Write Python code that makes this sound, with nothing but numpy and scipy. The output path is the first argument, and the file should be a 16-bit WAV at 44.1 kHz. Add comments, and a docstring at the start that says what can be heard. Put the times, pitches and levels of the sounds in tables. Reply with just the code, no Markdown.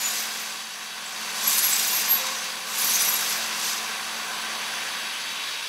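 """A workshop, close to a small bench belt sander; a metal rod is pressed to the belt three times.
Behind it all, motor shaft and idler wheel hum; the belt rushes over its backing plate, shakes the
frame and rumbles with bumps that come round every loop. In front, grit cuts the rod with a bright
hiss that sets it ringing, and now and then it squeals on one mode or judders into a screech.
Sander and rod sit dead centre at the microphone, with a short room echo on the rod."""
import sys
import numpy as np
from scipy import signal
from scipy.fft import rfft, irfft
from scipy.io import wavfile

SR = 44100
rng = np.random.default_rng(int(sys.argv[2]) if len(sys.argv) > 2 else 0)


def dump(signal):
    """Clip the signal to [-1, 1] and save it as 16-bit WAV at the path in sys.argv[1]."""
    limited = np.clip(np.atleast_2d(signal).T, -1, 1)
    pcm = np.round(limited * 32767).astype(np.int16)
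    wavfile.write(sys.argv[1], SR, pcm)


N = 250488
TIME = np.arange(N) / SR

SHAFT_HZ, IDLER_HZ, BELT_LOOP_S = 59.58, 110.7, .1175
# hum of the motor shaft and of the idler wheel: multiple_of_turning_rate, relative_level_db
SHAFT_HARMONICS = [(1, -82), (2, -79), (3, -66.5), (12, -57.5), (13, -54), (17, -53.5)]
IDLER_HARMONICS = [(1, -77.5), (2, -56), (3, -67), (4, -62.5), (5, -62), (6, -67)]

# the belt sliding on its plate, at the reference rush: frequency_hz, level_db_per_hz
SLIDE_SPECTRUM = [(25, -100), (60, -88), (110, -88), (160, -82.5), (205, -74.5), (300, -79), (500, -75.5),
                  (750, -72.5), (1050, -69.5), (1900, -68), (4300, -73), (6400, -74), (8700, -86),
                  (15500, -90.5)]
# how loudly the belt rushes; frame modes and hum follow it: time_s, level_db
RUSH_CURVE = [(0.0, -37), (0.12, -37), (0.5, -39.0), (0.7, -42.2), (1.0, -41.0), (1.48, -34), (1.72, -35.5),
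              (2.2, -34.5), (2.65, -39.5), (2.82, -34.5), (3.2, -34.0), (4.1, -36), (4.82, -35), (5.2, -39),
              (5.5, -38), (5.68, -40)]
RUSH_REF_DB = -35.0
# how much of that swing each range takes: frequency_hz, share
SWING_SHARES = [(450, 1.12), (1400, 1.0), (3200, 0.71), (7000, 0.63)]
# the worker steps aside and no longer screens the belt from the microphone: frequency_hz, gain_db
UNSCREENED_COLOUR = [(450, 0.8), (1400, 0.2), (3200, 4.5), (7000, 0)]
# resonances of frame and backing plate: pitch_hz, width_hz, level_db
FRAME_RESONANCES = [(167.7, 5, -67), (531.4, 15, -59.5), (727, 7.8, -63), (913, 19, -51.5), (1002, 53, -47),
                    (1106, 32, -44.5), (1158, 32, -49), (1529, 82, -43.5), (1680, 115, -48),
                    (1977, 71, -54), (2344, 69, -48), (2470, 51, -51), (2681, 27, -45.5), (2712, 100, -50),
                    (3052, 86, -47.5), (3330, 44, -48.5), (3435, 35, -47), (3814, 42, -44.5),
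                    (4510, 160, -43.5), (4804, 30, -50), (5740, 65, -51), (6210, 100, -48),
                    (7740, 110, -49.5), (9640, 520, -46), (11200, 540, -50), (13200, 500, -53.5)]
# frame and plate sing up for a moment: peak_s, pitch_hz, level_db, rise_s, fall_s
FRAME_SWELLS = [(2.22, 526, -44, .025, .28), (3.13, 530, -51, .08, .06), (4.3, 1545, -43, .1, .25),
                (4.58, 1152, -45, .12, .2), (5.38, 3830, -43, .1, .12)]

# the hand's pressure on the rod, one curve a press: time_s, grinding_level_db
PRESS_ONE = [(0, -29.5), (.17, -28.5), (.29, -34.5), (.5, -36.5), (.63, -43), (.85, -45), (1.0, -54)]
PRESS_TWO = [(1.0, -52), (1.07, -43), (1.35, -33.5), (1.52, -24.5), (1.76, -25), (2.0, -26), (2.12, -28),
             (2.43, -33.5), (2.63, -42.5)]
PRESS_THREE = [(2.67, -38), (2.78, -28), (3.02, -23.5), (3.12, -28.5), (3.3, -27.5), (3.52, -33.5),
               (3.69, -25.5), (3.83, -37), (4.05, -48)]
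GRIND_HARD_DB = -26.5   # grinding level that counts as full pressure
# a sharp edge bites and sizzles: peak_s, treble_gain_db
SHARP_EDGES = [(.02, -0.5), (1.6, 0.9), (2.76, 0), (3.05, -0.5)]
# hiss of grit cutting metal: frequency_hz, relative_level_db_per_hz
HISS_SPECTRUM = [(800, -88), (1500, -77), (2200, -66), (3000, -72.5), (4000, -64.5), (6000, -65),
                 (7200, -64.5), (8700, -74.5), (10500, -72.5), (12500, -68.5), (14400, -83), (15700, -93)]
# resonances of the hand-held rod: pitch_hz, width_hz, relative_level_db
ROD_RESONANCES = [(2810, 40, -49), (3810, 60, -45), (4995, 45, -42.5), (5870, 90, -41), (6260, 60, -40),
                  (6965, 35, -42), (7680, 90, -42), (8350, 150, -45), (9115, 25, -50), (9580, 150, -43),
                  (9880, 30, -45), (10750, 60, -49), (11220, 90, -44), (11540, 60, -40), (12380, 30, -47),
                  (12650, 150, -46), (13190, 40, -48), (14030, 40, -45), (14450, 300, -44),
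                  (15600, 100, -51)]
# the rod sticks and slips on one mode: peak_s, pitch_hz, level_db, rise_s, fall_s
ROD_SQUEALS = [(.06, 6955, -26, .035, .035), (.221, 14030, -37, .03, .03), (.42, 14030, -41, .02, .015),
               (1.06, 7690, -41, .012, .05), (1.444, 11540, -29, .008, .007), (1.487, 7690, -29, .03, .015),
               (1.477, 11540, -13.5, .002, .008), (1.58, 9580, -29, .02, .03),
               (1.656, 11540, -23, .035, .03), (1.722, 7700, -23.5, .008, .04),
               (1.965, 12565, -25, .05, .022), (2.122, 12560, -15, .021, .03),
               (2.822, 9875, -27, .02, .016), (2.949, 14025, -26, .01, .01), (3.092, 11540, -22, .01, .007),
               (3.144, 11540, -22, .013, .007)]
# the rod digs in and judders harshly: peak_s, pitch_hz, level_db
ROD_SCREECHES = [(2.91, 5900, -27), (2.947, 6230, -23), (2.963, 6600, -23.5), (3.012, 5900, -24),
                 (3.089, 5800, -27)]


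def from_db(db):
    return 10 ** (np.asarray(db) / 20)


def rms_one(x):
    return x / np.sqrt(np.mean(x ** 2) + 1e-20)


def in_time(curve):
    """A curve's value at every sample."""
    return np.interp(TIME, *np.transpose(curve))


def at_hz(points, hz):
    """Reads a spectrum on a log-frequency axis."""
    frequencies, values = np.transpose(points)
    return np.interp(np.log(hz), np.log(frequencies), values)


def drift(rate_hz):
    """Smooth random wavering with a spread of about 1."""
    step, settle = 40, 2000
    pole = np.exp(-2 * np.pi * rate_hz * step / SR)
    noise = rng.standard_normal(N // step + settle + 2)
    slow = signal.lfilter([1], [1, -2 * pole, pole * pole], noise)[settle:]
    return np.interp(np.arange(N) / step, np.arange(len(slow)), rms_one(slow))


def resonate(x, hz, width_hz):
    """A resonance that turns white noise of rms 1 into a ring of rms 1."""
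    r = np.exp(-np.pi * width_hz / SR)
    feedback = [1, -2 * r * np.cos(2 * np.pi * hz / SR), r * r]
    return signal.lfilter(np.sqrt((1 - r * r) / 2) * np.array([1, 0, -1]), feedback, x)


def bands(first, second):
    """Third-octave bands of two white sources in turn, at 0 dB per Hz; yields centre_hz, band."""
    edges = np.geomspace(25, 17000, 29)
    for k, (low, high) in enumerate(zip(edges, edges[1:])):
        sos = signal.butter(2, [low, high], "band", fs=SR, output="sos")
        yield np.sqrt(low * high), signal.sosfilt(sos, (first, second)[k % 2]) * np.sqrt(SR / 2)


def tone(hz, wander):
    """A sine of rms 1 whose frequency strays by the share wander."""
    return np.sqrt(2) * np.sin(2 * np.pi * (np.cumsum(hz * (1 + wander)) / SR + rng.random()))


def room_rumble(level_db=-78.5):
    """A faint low rumble, in opposite phase left and right."""
    sos = signal.butter(2, [45, 400], "band", fs=SR, output="sos")
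    rumble = rms_one(signal.sosfilt(sos, rng.standard_normal(N)))
    return from_db(level_db) * rumble * np.array([[1], [-1]])


def room_echo(x, wet_db, t60_s=.25):
    """Benches and walls return a short, dense echo, 4 ms behind the direct sound."""
    t = TIME[:SR // 2]
    echo = rng.standard_normal(len(t)) * from_db(-60 * t / t60_s) * (t > .004)
    wet = signal.fftconvolve(x, echo / np.linalg.norm(echo))[:N]
    return (x + from_db(wet_db) * wet) / np.hypot(1, from_db(wet_db))


def hum(wander=.001603, waver_db=1.9, gain_db=3.5, fade_from_s=4.46, fade_db_per_s=7):
    """Unbalance of motor shaft and idler wheel; it swells with the belt and fades towards the end."""
    speed_drift = wander * drift(2.41)
    wheels = ((SHAFT_HZ, SHAFT_HARMONICS), (IDLER_HZ, IDLER_HARMONICS))
    tones = sum(tone(hz * multiple, speed_drift) * from_db(db + waver_db * drift(8.7))
                for hz, harmonics in wheels for multiple, db in harmonics)
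    swell_db = .96 * (in_time(RUSH_CURVE) - RUSH_REF_DB)
    fade_db = fade_db_per_s * np.maximum(TIME - fade_from_s, 0)
    return tones * from_db(gain_db + swell_db - fade_db)


def wheel_tug(depth):
    """The belt is tugged once in every turn of the drive wheel."""
    return 1 + depth * np.sin(2 * np.pi * SHAFT_HZ * TIME)


def belt_surface(repeat_share=.48, repeat_below_hz=1330):
    """White roughness: coarse bumps come round with each loop of the belt, fine ones are always new."""
    loop = np.resize(rng.standard_normal(round(BELT_LOOP_S * SR)), N)
    fresh = rng.standard_normal(N)
    hz = np.arange(N // 2 + 1) * SR / N
    share = repeat_share / (1 + (hz / repeat_below_hz) ** 2)
    return irfft(np.sqrt(share) * rfft(loop) + np.sqrt(1 - share) * rfft(fresh), N)


def belt(flutter_db=1.32, ring_waver_db=.9, step_aside_s=(4.54, 5.32)):
    """The belt slides over its plate and shakes the frame; it brightens as the worker steps aside."""
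    rush_db = in_time(RUSH_CURVE) - RUSH_REF_DB
    aside = np.interp(TIME, step_aside_s, [0, 1])

    def swell_db(hz):
        return at_hz(SWING_SHARES, hz) * rush_db + at_hz(UNSCREENED_COLOUR, hz) * aside

    slide = sum(band * from_db(at_hz(SLIDE_SPECTRUM, hz) + swell_db(hz) + flutter_db * drift(14.4))
                for hz, band in bands(belt_surface(), belt_surface()))
    frame = 0
    for hz, width, db in FRAME_RESONANCES:
        ring = resonate(rng.standard_normal(N), hz, width)
        frame += ring * from_db(db + swell_db(hz) + ring_waver_db * drift(2.9))
    return (slide + frame) * wheel_tug(depth=.068)


def friction_tones(rows, wander, rough_db, unrest_hz):
    """For each row a single mode builds up under friction, wavers and dies away."""
    out = np.zeros(N)
    stray, waver_db = wander * drift(unrest_hz), rough_db * drift(unrest_hz)
    for peak_s, hz, db, rise_s, fall_s in rows:
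        near = slice(*np.searchsorted(TIME, [peak_s - 7 * rise_s, peak_s + 7 * fall_s]))
        t = TIME[near] - peak_s
        envelope = np.exp(-np.maximum(-t / rise_s, t / fall_s))
        out[near] += tone(hz, stray[near]) * envelope * from_db(db + waver_db[near])
    return out


def rod_contact(attack_db_per_s=31, dulling_db_per_s=11.5, dull_db=-8):
    """Grinding level and edge sizzle in dB: each bite brightens the hiss quickly, then wear dulls it."""
    level_db = in_time(PRESS_ONE + PRESS_TWO + PRESS_THREE)
    bites = [db - np.maximum((s - TIME) * attack_db_per_s, (TIME - s) * dulling_db_per_s)
             for s, db in SHARP_EDGES]
    return level_db, np.maximum(np.max(bites, axis=0), dull_db)


def chirps(tries_per_s=65, below_db=5.5, spread_db=10):
    """The edge sticks and slips briefly on a high mode of the rod, more often under hard pressure."""
    when, which, loudness, length, chance = rng.random((round(tries_per_s * N / SR), 5)).T
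    high_modes = np.array([hz for hz, _, _ in ROD_RESONANCES if 6500 < hz < 15000])
    peak_s = when * N / SR
    hz = high_modes[(which * len(high_modes)).astype(int)]
    level_db, sizzle_db = rod_contact()
    edge_db = np.interp(peak_s, TIME, level_db + sizzle_db)
    db = edge_db - below_db + spread_db * (loudness - .5)
    fall_s = .006 + .016 * length
    sticks = chance < from_db(edge_db - GRIND_HARD_DB)
    rows = np.column_stack([peak_s, hz, db, .14 * fall_s, fall_s])[sticks]
    return friction_tones(rows, wander=.004, rough_db=2, unrest_hz=300)


def screeches(rise_s=.017, fall_s=.008):
    """The rod digs in and judders: short tones with a harsh, unsteady pitch."""
    rows = [(*row, rise_s, fall_s) for row in ROD_SCREECHES]
    return friction_tones(rows, wander=.0325, rough_db=1, unrest_hz=500)


def catches(per_s=28, size_db=14, fade_s=.005):
    """Now and then the edge catches: the drive jumps at once and fades within milliseconds."""
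    jumps = (rng.random(N) < per_s / SR) * rng.random(N) * from_db(size_db)
    return 1 + signal.lfilter([1], [1, -np.exp(-1 / (fade_s * SR))], jumps + 1e-18)


def grit(per_s, spread_db):
    """Grains strike the rod at random, each with a size of its own; rms 1."""
    strikes = (rng.random(N) < per_s / SR) * rng.standard_normal(N)
    return rms_one(strikes * from_db(spread_db * rng.standard_normal(N)))


def grinding(chatter_db=.85, edge_chatter_db=2, patchy_db=.3, hiss_db=-1.3):
    """Grit tears at the bouncing rod; as the contact shifts, now one mode is fed and now another."""
    level_db, sizzle_db = rod_contact()
    pressure = np.minimum(from_db(level_db - GRIND_HARD_DB), 1)
    force = from_db(level_db - GRIND_HARD_DB + chatter_db * drift(23)) * wheel_tug(depth=.075)
    sizzle_db += edge_chatter_db * pressure * drift(40)

    def bite(hz):
        treble_share = np.clip(np.log2(hz / 6000), 0, 1.1)
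        return force * from_db(sizzle_db * treble_share)

    grains = [grit(per_s=14000, spread_db=2) for _ in range(2)]
    hiss = sum(band * bite(hz) * from_db(at_hz(HISS_SPECTRUM, hz) + patchy_db * drift(32))
               for hz, band in bands(*grains) if hz > 700)
    strikes = grit(per_s=9000, spread_db=2.5)
    ring = 0
    for hz, width, db in ROD_RESONANCES:
        # high modes catch most strongly, and only under pressure
        drive = rms_one(catches() ** (pressure * hz / 11000))
        ring += resonate(strikes * drive * bite(hz) * from_db(db), hz, width)
    return from_db(hiss_db) * hiss + ring


def scene():
    """Sander and rod stand in the centre; only the faint room rumble differs between the sides."""
    squeals = friction_tones(ROD_SQUEALS, wander=.0012, rough_db=1.5, unrest_hz=90)
    edge_tones = chirps() + screeches()
    touching = np.interp(TIME, [3.85, 4.05], [1, 0])   # the rod leaves the belt
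    rod = room_echo(touching * grinding() + edge_tones, wet_db=-12) + room_echo(squeals, wet_db=-22)
    frame_song = friction_tones(FRAME_SWELLS, wander=.004, rough_db=1.5, unrest_hz=60)
    sander = belt() + hum() + frame_song
    return room_rumble() + sander + rod


def record(dry, cutoff_hz=15680):
    """The microphone chain cuts the top steeply."""
    return signal.sosfilt(signal.ellip(12, .1, 80, cutoff_hz, fs=SR, output="sos"), dry)


dry = scene()
out = record(dry)
dump(out)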